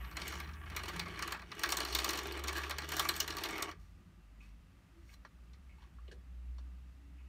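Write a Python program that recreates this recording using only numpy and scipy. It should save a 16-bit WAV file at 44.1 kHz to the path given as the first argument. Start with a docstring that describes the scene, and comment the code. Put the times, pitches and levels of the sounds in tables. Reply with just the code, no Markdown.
"""Hand-cranked plastic gear tower

A hand cranks a tower of hollow plastic gears, lets go, then grips the frame and tips it forward.
Gear teeth and sliding parts send bursts of noise through the ringing pitches (modes) of the plastic.
Far outside, engines drone upward in pitch as near sine tones, with thin hisses gliding above them.
Filtered noise makes the quiet room, its murmurs, two brief faint tones and the low rumble of traffic."""
import sys
import numpy as np
from scipy import signal
from scipy.fft import rfft, irfft
from scipy.io import wavfile

SR = 44100
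rng = np.random.default_rng(int(sys.argv[2]) if len(sys.argv) > 2 else 0)


def transcribe(u):
    """Save the signal u as a 16-bit wav file named by the first command-line argument.

    u: samples, shape (n,) or (channels, n), limited to [-1, 1]; the rate is SR.
    q: integer samples, one column per channel.
    """
    v = np.clip(np.atleast_2d(u).T, -1, 1)
    q = np.round(v * 32767).astype(np.int16)
    wavfile.write(sys.argv[1], SR, q)


N = 321048  # length in samples

# Knocks and short scrapes of the gear teeth, before the shared gain. Each row: time in seconds,
# strength in dB, extra for modes under 2.6 kHz in dB, extra for modes from 6 kHz up in dB.
TOOTH_CONTACTS = [(0.0421, -39, 9.5, -6), (0.1103, -38, 7, -1), (0.1662, -23.5, 2.5, -1),
                  (0.2148, -24.5, -3, -3), (0.2768, -26, 1, 7.5), (0.3207, -31, 9, -1),
                  (0.399, -27.5, 2, 0.5), (0.4883, -43, 13.5, 0), (0.6974, -40.5, 11.5, 5),
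                  (0.762, -18.5, 2.5, 4), (0.8323, -29, 6.5, 4), (0.8555, -32.5, 4, -3),
                  (0.8804, -31.5, -15, -5), (0.961, -30, 5.5, 4), (0.9926, -16.5, -1, -3.5),
                  (1.057, -38, 15.5, -4), (1.08, -37, 4, 0), (1.1558, -38, 7, -8), (1.189, -26.5, 6, 2.5),
                  (1.222, -20, 4.5, -0.5), (1.2744, -28, 7, 4), (1.3198, -23.5, 8, 6),
                  (1.3445, -47, 21, -9), (1.3913, -40, 9, -7), (1.417, -40, 12, -3), (1.5148, -28, 5.5, -8),
                  (1.5912, -27, 1, 4.5), (1.6328, -10.5, 1.5, -0.5), (1.6564, -28, 1, 3),
                  (1.688, -24, 3, 4), (1.701, -23, -13, 2), (1.7194, -14, 2.5, 3), (1.7678, -19, -5, 5),
                  (1.8007, -21, 0, 2), (1.825, -26, -9, -14), (1.8478, -24, 4, 6.5), (1.8817, -28, -11, -3),
                  (1.9238, -20, -6, -3), (1.9477, -10.5, -1.5, 0.5), (1.9854, -17.5, -1.5, 0),
                  (2.0418, -14, -2.5, 3), (2.071, -30, -14, -1), (2.0886, -15, -2, 1.5),
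                  (2.1038, -26, -3, 6), (2.131, -20.5, 2.5, 2.5), (2.152, -26, -14, 0),
                  (2.1724, -24.5, 1, 4), (2.1863, -25, -4, -1), (2.2313, -39, 11, 12),
                  (2.2678, -32.5, -12, 6), (2.3208, -28, -15, 2.5), (2.3717, -33.5, 8.5, 6),
                  (2.3923, -35.5, 0, 4), (2.4364, -27, 7, 5), (2.4708, -28, -1, -4), (2.4794, -17, -4, -2),
                  (2.5265, -27, -4, 4), (2.5804, -29.5, 9, 5.5), (2.633, -29, 9, -14),
                  (2.6937, -26.5, 5.5, 5), (2.7065, -18.5, -0.5, -4), (2.7817, -21, 4.5, 1.5),
                  (2.8167, -32, 4, 0), (2.887, -25, -5, 4), (2.9172, -20, 4.5, 3.5), (2.9649, -22.5, 1, 9),
                  (2.9809, -29.5, 2.5, 3), (2.9928, -11, -2.5, 5), (3.0484, -27.5, 9, 1),
                  (3.0871, -11.5, -2.5, 3), (3.1374, -30, -16, -5), (3.152, -28.5, -3, -1),
                  (3.1614, -28.5, 2, 9), (3.1745, -48, 4, 17), (3.2003, -10, -8, -0.5),
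                  (3.2757, -21.5, 1.5, 1.5), (3.3026, -25, -23, -11), (3.3224, -25, 2, -10),
                  (3.366, -25, 4, 5.5), (3.3818, -20.5, -6, -7), (3.4345, -15.5, -4, -1.5),
                  (3.452, -27, -2, -1), (3.486, -25.5, 3.5, -1), (3.505, -29.5, 2, 5),
                  (3.5575, -51, 10, -3), (3.578, -26, 8, -4), (3.6017, -38, 15, 0), (3.6216, -16, -2, 4.5),
                  (3.6943, -49, 13, 5), (3.711, -33, 4, -6)]
# Axles and tooth flanks sliding. Each row: time in seconds, level in dB, brightness in dB,
# drumming of the frame in dB.
SLIDING_CURVE = [(0.0, -48, -28, -69), (0.139, -53.5, -34, -58.5), (0.2, -41.5, -12.5, -52),
                 (0.372, -45.5, -9.5, -56), (0.57, -53.5, -44, -70.5), (0.769, -46, -15.5, -56),
                 (1.149, -45.5, -18.5, -56.5), (1.31, -41.5, -16, -51), (1.42, -59.5, -19, -67),
                 (1.57, -46.5, -13, -56), (1.65, -42.5, -12.5, -50.5), (1.83, -42, -11.5, -50),
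                 (1.97, -40.5, -7.5, -51), (2.15, -40, -13, -48), (2.45, -43.5, -17.5, -50.5),
                 (2.57, -37.5, -12, -51), (2.8, -47, -18, -55.5), (2.95, -39, -8, -49),
                 (3.15, -46, -9, -54), (3.581, -42, -14, -48), (3.71, -46.5, -17, -55),
                 (3.77, -97, -27, -70)]
# Modes of the plastic. Each row: pitch in Hz, width in Hz, relative level in dB.
PLASTIC_MODES = [(600, 204, -12.5), (907, 200, -11.5), (1155.5, 105, -2.5), (1352, 123, -11.5),
                 (1650, 230, -4), (1938, 106, -9.5), (2208, 177, -5), (2555, 175, -12.5), (2903, 175, -6.5),
                 (3196, 300, -12), (3620, 320, -6), (4078, 113, -7), (4412, 304, -3.5), (5240, 250, -17),
                 (5910, 280, -7.5), (5730, 800, -4), (6910, 850, -11.5), (8190, 700, -11.5),
                 (8700, 680, -12), (9520, 1600, -13), (11100, 640, -18), (11370, 1300, -18),
                 (12860, 430, -14), (12740, 360, -12), (13800, 870, -11.5), (15500, 320, -14.5)]
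# Modes of the hollow frame. Each row: pitch in Hz, width in Hz, relative level in dB.
FRAME_MODES = [(323.5, 27, -6), (349, 39.3, 2.5), (390.4, 56, 0), (409.4, 190, -7.5)]
# Loose parts knocking as the frame is handled. Each row: time in seconds, strength in dB,
# favoured pitch in Hz, reach around it in octaves, rattle decay in seconds,
# strength of the snap in dB, pitch of the snap in Hz.
LOOSE_KNOCKS = [(4.404, -38, 2470, 0.11, 0.05, -65, 5000), (4.489, -66, 1900, .2, .02, -63, 5500),
                (5.09, -48.5, 2150, .3, 0.033, -74, 4500), (5.138, -43.5, 4100, 0.089, 0.0085, -62, 6000),
                (5.249, -32, 1050, 0.69, 0.0094, -51, 4500), (5.533, -46, 2096, 0.21, 0.011, -53, 4770),
                (5.693, -49.5, 2380, 0.18, 0.054, -74, 4000), (5.782, -44, 930, 0.21, 0.01, -62, 2600),
                (5.806, -51, 1920, 0.13, .015, -68, 3500), (5.82, -44, 1000, 0.2, .034, -58, 3280),
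                (5.984, -50.5, 1290, 0.54, 0.0084, -66, 1900), (6.079, -37, 410, 0.13, 0.014, -49, 2820),
                (6.113, -38.5, 1710, 0.11, 0.016, -47, 3200), (6.116, -38, 410, 0.1, 0.032, -49.5, 6000),
                (6.582, -50, 859, 0.81, 0.017, -49.5, 4800), (7.18, -51, 2530, 0.17, 0.068, -68, 1900)]
# Fingers and feet of the frame brushing along. Each row: time of the peak in seconds,
# swell in seconds, dying away in seconds, peak level in dB, brightness in dB.
BRUSH_STROKES = [(3.8, .02, 0.31, -74.5, -0.5), (4.43, .04, 0.16, -66.5, -6),
                 (5.144, 0.13, 0.022, -62.5, -1.5), (5.84, 0.12, 0.068, -63.5, -12)]
# Engine drones, one list each. Each row: time in seconds, pitch in Hz, level in dB rms,
# level of the doubled pitch in dB rms.
ENGINE_DRONES = [
    [(0, 65, -56, -66), (.45, 72.6, -47, -87), (.8, 82.2, -51.5, -73), (1.03, 86, -57, -60.5),
     (1.3, 87, -61, -65), (1.75, 88, -69, -71.5)],
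    [(0, 59, -41, -75), (.2, 54.8, -59, -90), (.85, 58.7, -53, -77), (1.25, 60.7, -55, -65),
     (1.6, 61, -64, -80), (1.95, 61.9, -43.5, -84), (2.15, 66.6, -55, -75), (2.45, 69.7, -45, -81),
     (2.9, 74.2, -51.5, -57.5), (3.36, 78.6, -55, -66), (3.48, 80.3, -65, -93), (3.7, 81.9, -57, -72),
     (4.2, 88.4, -71, -79.5)],
    [(2.9, 48.2, -71, -75), (3.15, 51, -57, -78), (3.62, 49.1, -63, -76), (4.1, 48.45, -74, -79),
     (4.25, 50.3, -59.5, -72), (4.55, 51.2, -54, -68.5), (4.68, 53.54, -80.5, -77), (5.05, 54.97, -55, -70),
     (5.33, 57.4, -64, -75), (5.48, 58.86, -50, -72), (5.62, 58.7, -75.5, -79), (6.0, 59.6, -49.5, -76),
     (6.22, 60.8, -53, -81), (6.51, 60.9, -43, -72), (7.0, 63.2, -55.5, -77.5), (7.28, 63.5, -49.5, -75)],
    [(5.3, 63.14, -65, -91), (5.6, 67.2, -59, -83), (5.9, 70.1, -65.5, -89.5), (6.15, 68.7, -57.5, -86)],
]
# Thin hisses that glide upward, one list each. 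Each row: time in seconds, pitch in Hz, level in dB rms.
HISS_GLIDES = [
    [(0, 12500, -68), (.25, 14000, -71), (.6, 16000, -82)],
    [(.5, 9100, -86), (1, 11020, -77), (1.35, 11900, -88)],
]
# Broad treble hiss under the glides. Each row: time in seconds, level in dB rms.
TREBLE_HISS = [(0, -69), (.5, -71.5), (1.0, -69.5), (1.6, -84)]
# Brief faint tones, one near 335 Hz sinking, one near 280 Hz rising, one list each.
# Each row: time in seconds, pitch in Hz, level in dB rms.
FAINT_TONES = [
    [(4.92, 338, -79), (4.986, 336, -64), (5.1, 331, -80.5)],
    [(6.4, 275, -79), (6.6, 277, -72.5), (6.85, 280, -78), (7.14, 288, -68.5), (7.28, 288, -83.5)],
]
# Pitches at which the room air murmurs. Each row: pitch in Hz, width in Hz, level in dB rms.
AIR_MURMURS = [(283.8, 34, -81), (336.7, 46, -84.5), (1193, 81, -85), (1970, 190, -88), (2660, 180, -88.5)]
# Tone colour of the room noise. 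Each row: pitch in Hz, relative level in dB per Hz.
ROOM_COLOUR = [(53, -26.5), (90, -7), (139, -8.5), (169, -1.5), (229, -10), (284, -15.5), (438, -22.5),
               (478, -25), (510, -21.5), (1070, -23), (1210, -21), (2270, -25.5), (2710, -25.5),
               (3430, -30), (16000, -43)]
# Low traffic rumble. Each row: time in seconds, level in dB.
TRAFFIC_LEVEL = [(0.0, -59), (1.3, -56), (1.6, -65), (3.65, -63.5), (3.85, -68), (7.28, -69)]

# Uneven strength from mode to mode
TOOTH_SPREAD_DB, KNOCK_SPREAD_DB = 3.2, 2
# Strength of the single clean blow compared with the noisy rattle
TOOTH_STRIKE_DB, KNOCK_STRIKE_DB = -12, -10
# Lighter ticks at random moments follow the strength of the sliding
TICKS_PER_S, TICK_OVER_SLIDING_DB, TICK_SPREAD_DB = 22, 2, 4.5
TICK_OVER_BRIGHTNESS_DB = 12.5
# Rubbing favours now one mode, now another, and rings them more narrowly
COLOUR_WANDER_DB, RUBBED_WIDTH_SHARE = 2.5, 0.88
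HELD_WIDTH_SHARE = 0.8  # the modes also ring more narrowly once the gears stand still
SNAP_REACH, SNAP_S = 0.55, 0.012  # octaves, seconds
BRUSH_SWING_DB = 20  # rise over one swell time, and fall over one dying time
MURMUR_WAVER_DB = 2.5
ROOM_DB, DEEP_RUMBLE_DB = -72.5, -63.5
CUTOFF_HZ = 16800


def amp(db):
    """Turn decibels into a gain."""
    return 10 ** (np.asarray(db) / 20)


def rms_one(x):
    """Scale a sound to rms 1."""
    return x / np.sqrt(np.mean(x ** 2) + 1e-20)


def in_time(rows):
    """Stretch the columns of a table over all samples; add a soft gate that is open over its span."""
    s, *columns = np.transpose(rows)
    t = np.arange(N) / SR
    gate = np.clip(np.minimum(t - s[0] + .01, s[-1] - t + .01) / .02, 0, 1)
    return [np.interp(t, s, c) for c in columns] + [gate]


def drift(rate_hz):
    """Slow chance: noise smoothed twice by a one-pole low-pass, scaled to rms 1."""
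    r = np.exp(-2 * np.pi * rate_hz / SR)
    noise = rng.standard_normal(N + SR)
    settled = signal.lfilter([1], [1, -2 * r, r * r], noise)[SR:]  # drop the first second
    return rms_one(settled)


def resonate(x, hz, width_hz):
    """A resonance passed twice, so that it leaks little to other pitches; gain 1 at its top."""
    r = np.exp(-1.55 * np.pi * width_hz / SR)  # 1.55 makes up for the narrowing by two passes
    section = [(1 - r * r) / 2, 0, (r * r - 1) / 2, 1, -2 * r * np.cos(2 * np.pi * hz / SR), r * r]
    return signal.sosfilt([section, section], x)


def fade(x, seconds):
    """Turn each impulse into an exponential decay that starts at its height."""
    return signal.lfilter([1], [1, -np.exp(-1 / (seconds * SR))], x + 1e-18)


def grains(per_s, spread_db):
    """Tiny contacts of uneven size at random moments, scaled to rms 1."""
    sizes = amp(spread_db * np.minimum(rng.exponential(1, N), 5))
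    signs = rng.choice([-1, 1], N)
    present = rng.random(N) < per_s / SR
    return rms_one(sizes * signs * present)


def teeth(gain_db, chatter_s, tail_s, tail_db, spread_db):
    """Each contact chatters for some ms, rattles out more softly, and strikes every mode differently."""
    s, peak_db, low_db, high_db = np.vstack([TOOTH_CONTACTS, ticks()]).T
    at = np.round(s * SR).astype(int)
    luck = np.sqrt(3) * rng.uniform(-1, 1, (len(s), len(PLASTIC_MODES)))
    contact = grains(9000, spread_db=2.0)
    length = int(chatter_s * SR)
    out = np.zeros(N)
    for k, (hz, width_hz, db) in enumerate(PLASTIC_MODES):
        group_db = low_db if hz < 2600 else 0 if hz < 6000 else high_db
        blows = np.zeros(N)
        np.add.at(blows, at, amp(peak_db + group_db + db + gain_db + spread_db * luck[:, k]))
        held = np.cumsum(blows)
        held[length:] -= np.cumsum(blows)[:-length]  # the chatter holds, then stops
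        slow = np.clip(1500 / hz, .1, 1) ** 0.79  # low modes start later and rattle longer
        rise_s = 0.00023 + 0.0029 * slow
        shape = held + amp(tail_db) * fade(blows, tail_s * slow ** 0.36)
        shape = fade(fade(shape, rise_s), rise_s) / (1 + rise_s * SR) ** 2
        # the clean blow lands in mid-chatter
        strike = np.roll(blows, length // 2) * amp(TOOTH_STRIKE_DB) * np.sqrt(SR / width_hz)
        force = shape * contact + strike
        out += (-1) ** k * resonate(force, hz, width_hz) * np.sqrt(SR / width_hz / 25)
    return out


def ticks():
    """Make rows like the tooth contacts for lighter ticks, at random moments while the gears turn."""
    s, level_db, bright_db, _ = np.transpose(SLIDING_CURVE)
    luck = rng.random((400, 4))
    at = np.cumsum(-np.log(1 - luck[:, 0]) / TICKS_PER_S)  # random waits between ticks
    peak_db = np.interp(at, s, level_db) + TICK_OVER_SLIDING_DB
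    high_db = np.interp(at, s, bright_db) + TICK_OVER_BRIGHTNESS_DB
    rows = np.column_stack([at, peak_db, 0 * at, high_db])
    rows[:, 1:] += TICK_SPREAD_DB * np.sqrt(12) * (luck[:, 1:] - .5)
    return rows[at < s[-1]]


def sliding():
    """Dense uneven scuffs rub the plastic while the gears turn; the hollow frame drums below."""
    level_db, bright_db, frame_db, gate = in_time(SLIDING_CURVE)
    scuffs = grains(5000, spread_db=3.2) * amp(2.2 * drift(70))
    drum = sum(amp(db) * resonate(scuffs, hz, w) for hz, w, db in FRAME_MODES)
    rub = amp(level_db) * rubbed(scuffs, bright_db, COLOUR_WANDER_DB)
    return gate * (rub + amp(frame_db) * rms_one(drum))


def rubbed(source, tilt_db, wander_db=0):
    """Rubbing rings all plastic modes, rms 1 before the tilt, which sets in gradually above 2.8 kHz."""
    wander = wander_db * drift(5.2)
    plain, tilted = 0, 0
    for k, (hz, width_hz, db) in enumerate(PLASTIC_MODES):
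        own_wander = np.roll(wander, k * N // len(PLASTIC_MODES))  # each mode wanders at another time
        ring = resonate(source, hz, width_hz * RUBBED_WIDTH_SHARE)
        ring = (-1) ** k * amp(db + own_wander) * ring
        share = np.interp(np.log(hz), np.log([2800, 5000, 15000]), [0, 1, 1.4])
        plain = plain + ring
        tilted = tilted + amp(share * tilt_db) * ring
    return tilted / np.std(plain)


def knocks(spread_db):
    """A short dying rattle rings mostly the modes near its favoured pitch, with a snap added."""
    snaps = [(s, snap_db, snap_hz, SNAP_REACH, SNAP_S) for s, *_, snap_db, snap_hz in LOOSE_KNOCKS]
    rattles = [row[:-2] for row in LOOSE_KNOCKS]
    s, peak_db, pitch_hz, reach, ring_s = np.transpose(rattles + snaps)
    modes = [(hz, w * HELD_WIDTH_SHARE, db) for hz, w, db in FRAME_MODES + PLASTIC_MODES]
    luck = rng.normal(0, 1, (len(s), len(modes)))
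    age = np.maximum(np.arange(N)[None] / SR - s[:, None], -1e-9)  # seconds since each knock
    shapes = (age > 0) * np.exp(-age / ring_s[:, None])
    contact, out = rng.standard_normal(N), np.zeros(N)
    for k, (hz, width_hz, db) in enumerate(modes):
        near_db = np.maximum(-6 * (np.log2(hz / pitch_hz) / reach) ** 2, -40)
        strength = amp(peak_db + db / 2 + near_db + spread_db * luck[:, k])
        force = strength @ shapes * contact
        strike = strength * amp(KNOCK_STRIKE_DB) * np.sqrt(SR / width_hz)
        np.add.at(force, (s * SR).astype(int), strike)
        out += (-1) ** k * resonate(force, hz, width_hz) * np.sqrt(SR / width_hz / 100)
    return out


def brushes():
    """Soft rubbing while the frame is let go, gripped and tipped: each swells to its peak and dies."""
    noise, t = grains(4000, spread_db=2.5), np.arange(N) / SR
    out = 0
    for s, swell_s, dying_s, db, bright_db in BRUSH_STROKES:
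        distance = np.maximum((s - t) / swell_s, (t - s) / dying_s)  # 0 at the peak
        out = out + amp(db - BRUSH_SWING_DB * distance) * rubbed(noise, bright_db)
    return out


def drones():
    """Each engine sounds its firing rate and the double of it as near sines."""
    out = 0
    for rows in ENGINE_DRONES:
        hz, db, double_db, gate = in_time(rows)
        phase = 2 * np.pi * (np.cumsum(hz) / SR + rng.random())
        tones = amp(db) * np.sin(phase) + amp(double_db) * np.sin(2 * phase)
        out = out + np.sqrt(2) * gate * tones
    return out


def glides(table, width_hz):
    """Slow noise multiplies a moving tone, which makes a narrow band of noise around its pitch."""
    out = 0
    for rows in table:
        hz, db, gate = in_time(rows)
        phase = 2 * np.pi * np.cumsum(hz) / SR
        band = drift(width_hz) * np.sin(phase) + drift(width_hz) * np.cos(phase)
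        out = out + gate * amp(db) * band
    return out


def hiss():
    """Smooth noise above 6 kHz that dies away with the glides."""
    db, gate = in_time(TREBLE_HISS)
    high_pass = signal.butter(2, 6000.0, "high", fs=SR, output="sos")
    return gate * amp(db) * rms_one(signal.sosfilt(high_pass, rng.standard_normal(N)))


def murmurs(waver_db):
    """Narrow bands of noise in the room air, each swelling and sinking on its own."""
    noise = rng.standard_normal(N)
    return sum(amp(db + waver_db * drift(3)) * rms_one(resonate(noise, hz, w))
               for hz, w, db in AIR_MURMURS)


def room():
    """Steady room air, a rumble under 250 Hz that swells with the traffic, and the lowest street noise."""
    hz = np.maximum(np.fft.rfftfreq(N, 1 / SR), 1)
    points = np.array(ROOM_COLOUR)
    colour_db = np.interp(np.log(hz), np.log(points[:, 0]), points[:, 1])
    colour = amp(colour_db) * rfft(rng.standard_normal(N))
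    low_share = 1 / (1 + (hz / 250) ** 8)
    traffic_db, _ = in_time(TRAFFIC_LEVEL)
    rumble = amp(traffic_db + 2.34 * drift(7.5)) * rms_one(irfft(colour * low_share, N))
    air = amp(ROOM_DB + .4 * drift(3)) * rms_one(irfft(colour * (1 - low_share), N))
    deep_noise = resonate(rng.standard_normal(N), hz=54.3, width_hz=20)
    deep = amp(DEEP_RUMBLE_DB + 3 * drift(3.3)) * rms_one(deep_noise)
    return air + rumble + deep


def scene():
    """Add up all sources at one microphone."""
    contacts = teeth(gain_db=-10.0, chatter_s=0.0031, tail_s=0.023, tail_db=-9.5,
                     spread_db=TOOTH_SPREAD_DB)
    gears = contacts + sliding()
    handling = knocks(KNOCK_SPREAD_DB) + brushes()
    engines = drones() + hiss() + glides(HISS_GLIDES, width_hz=380)
    faint_tones = glides(FAINT_TONES, width_hz=5)
    return (gears + handling + engines + faint_tones + room() + murmurs(MURMUR_WAVER_DB))[None]


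def record(dry):
    """A shallow dip near 10 kHz; the treble thins above 16 kHz and ends near 17 kHz."""
    dipped = dry - 0.16 * resonate(dry, hz=10470, width_hz=1000)
    dulled = signal.sosfilt(signal.cheby2(8, 20, 16050, fs=SR, output="sos"), dipped)
    return signal.sosfilt(signal.cheby2(12, 70, CUTOFF_HZ, fs=SR, output="sos"), dulled)


dry = scene()
out = record(dry)
transcribe(out)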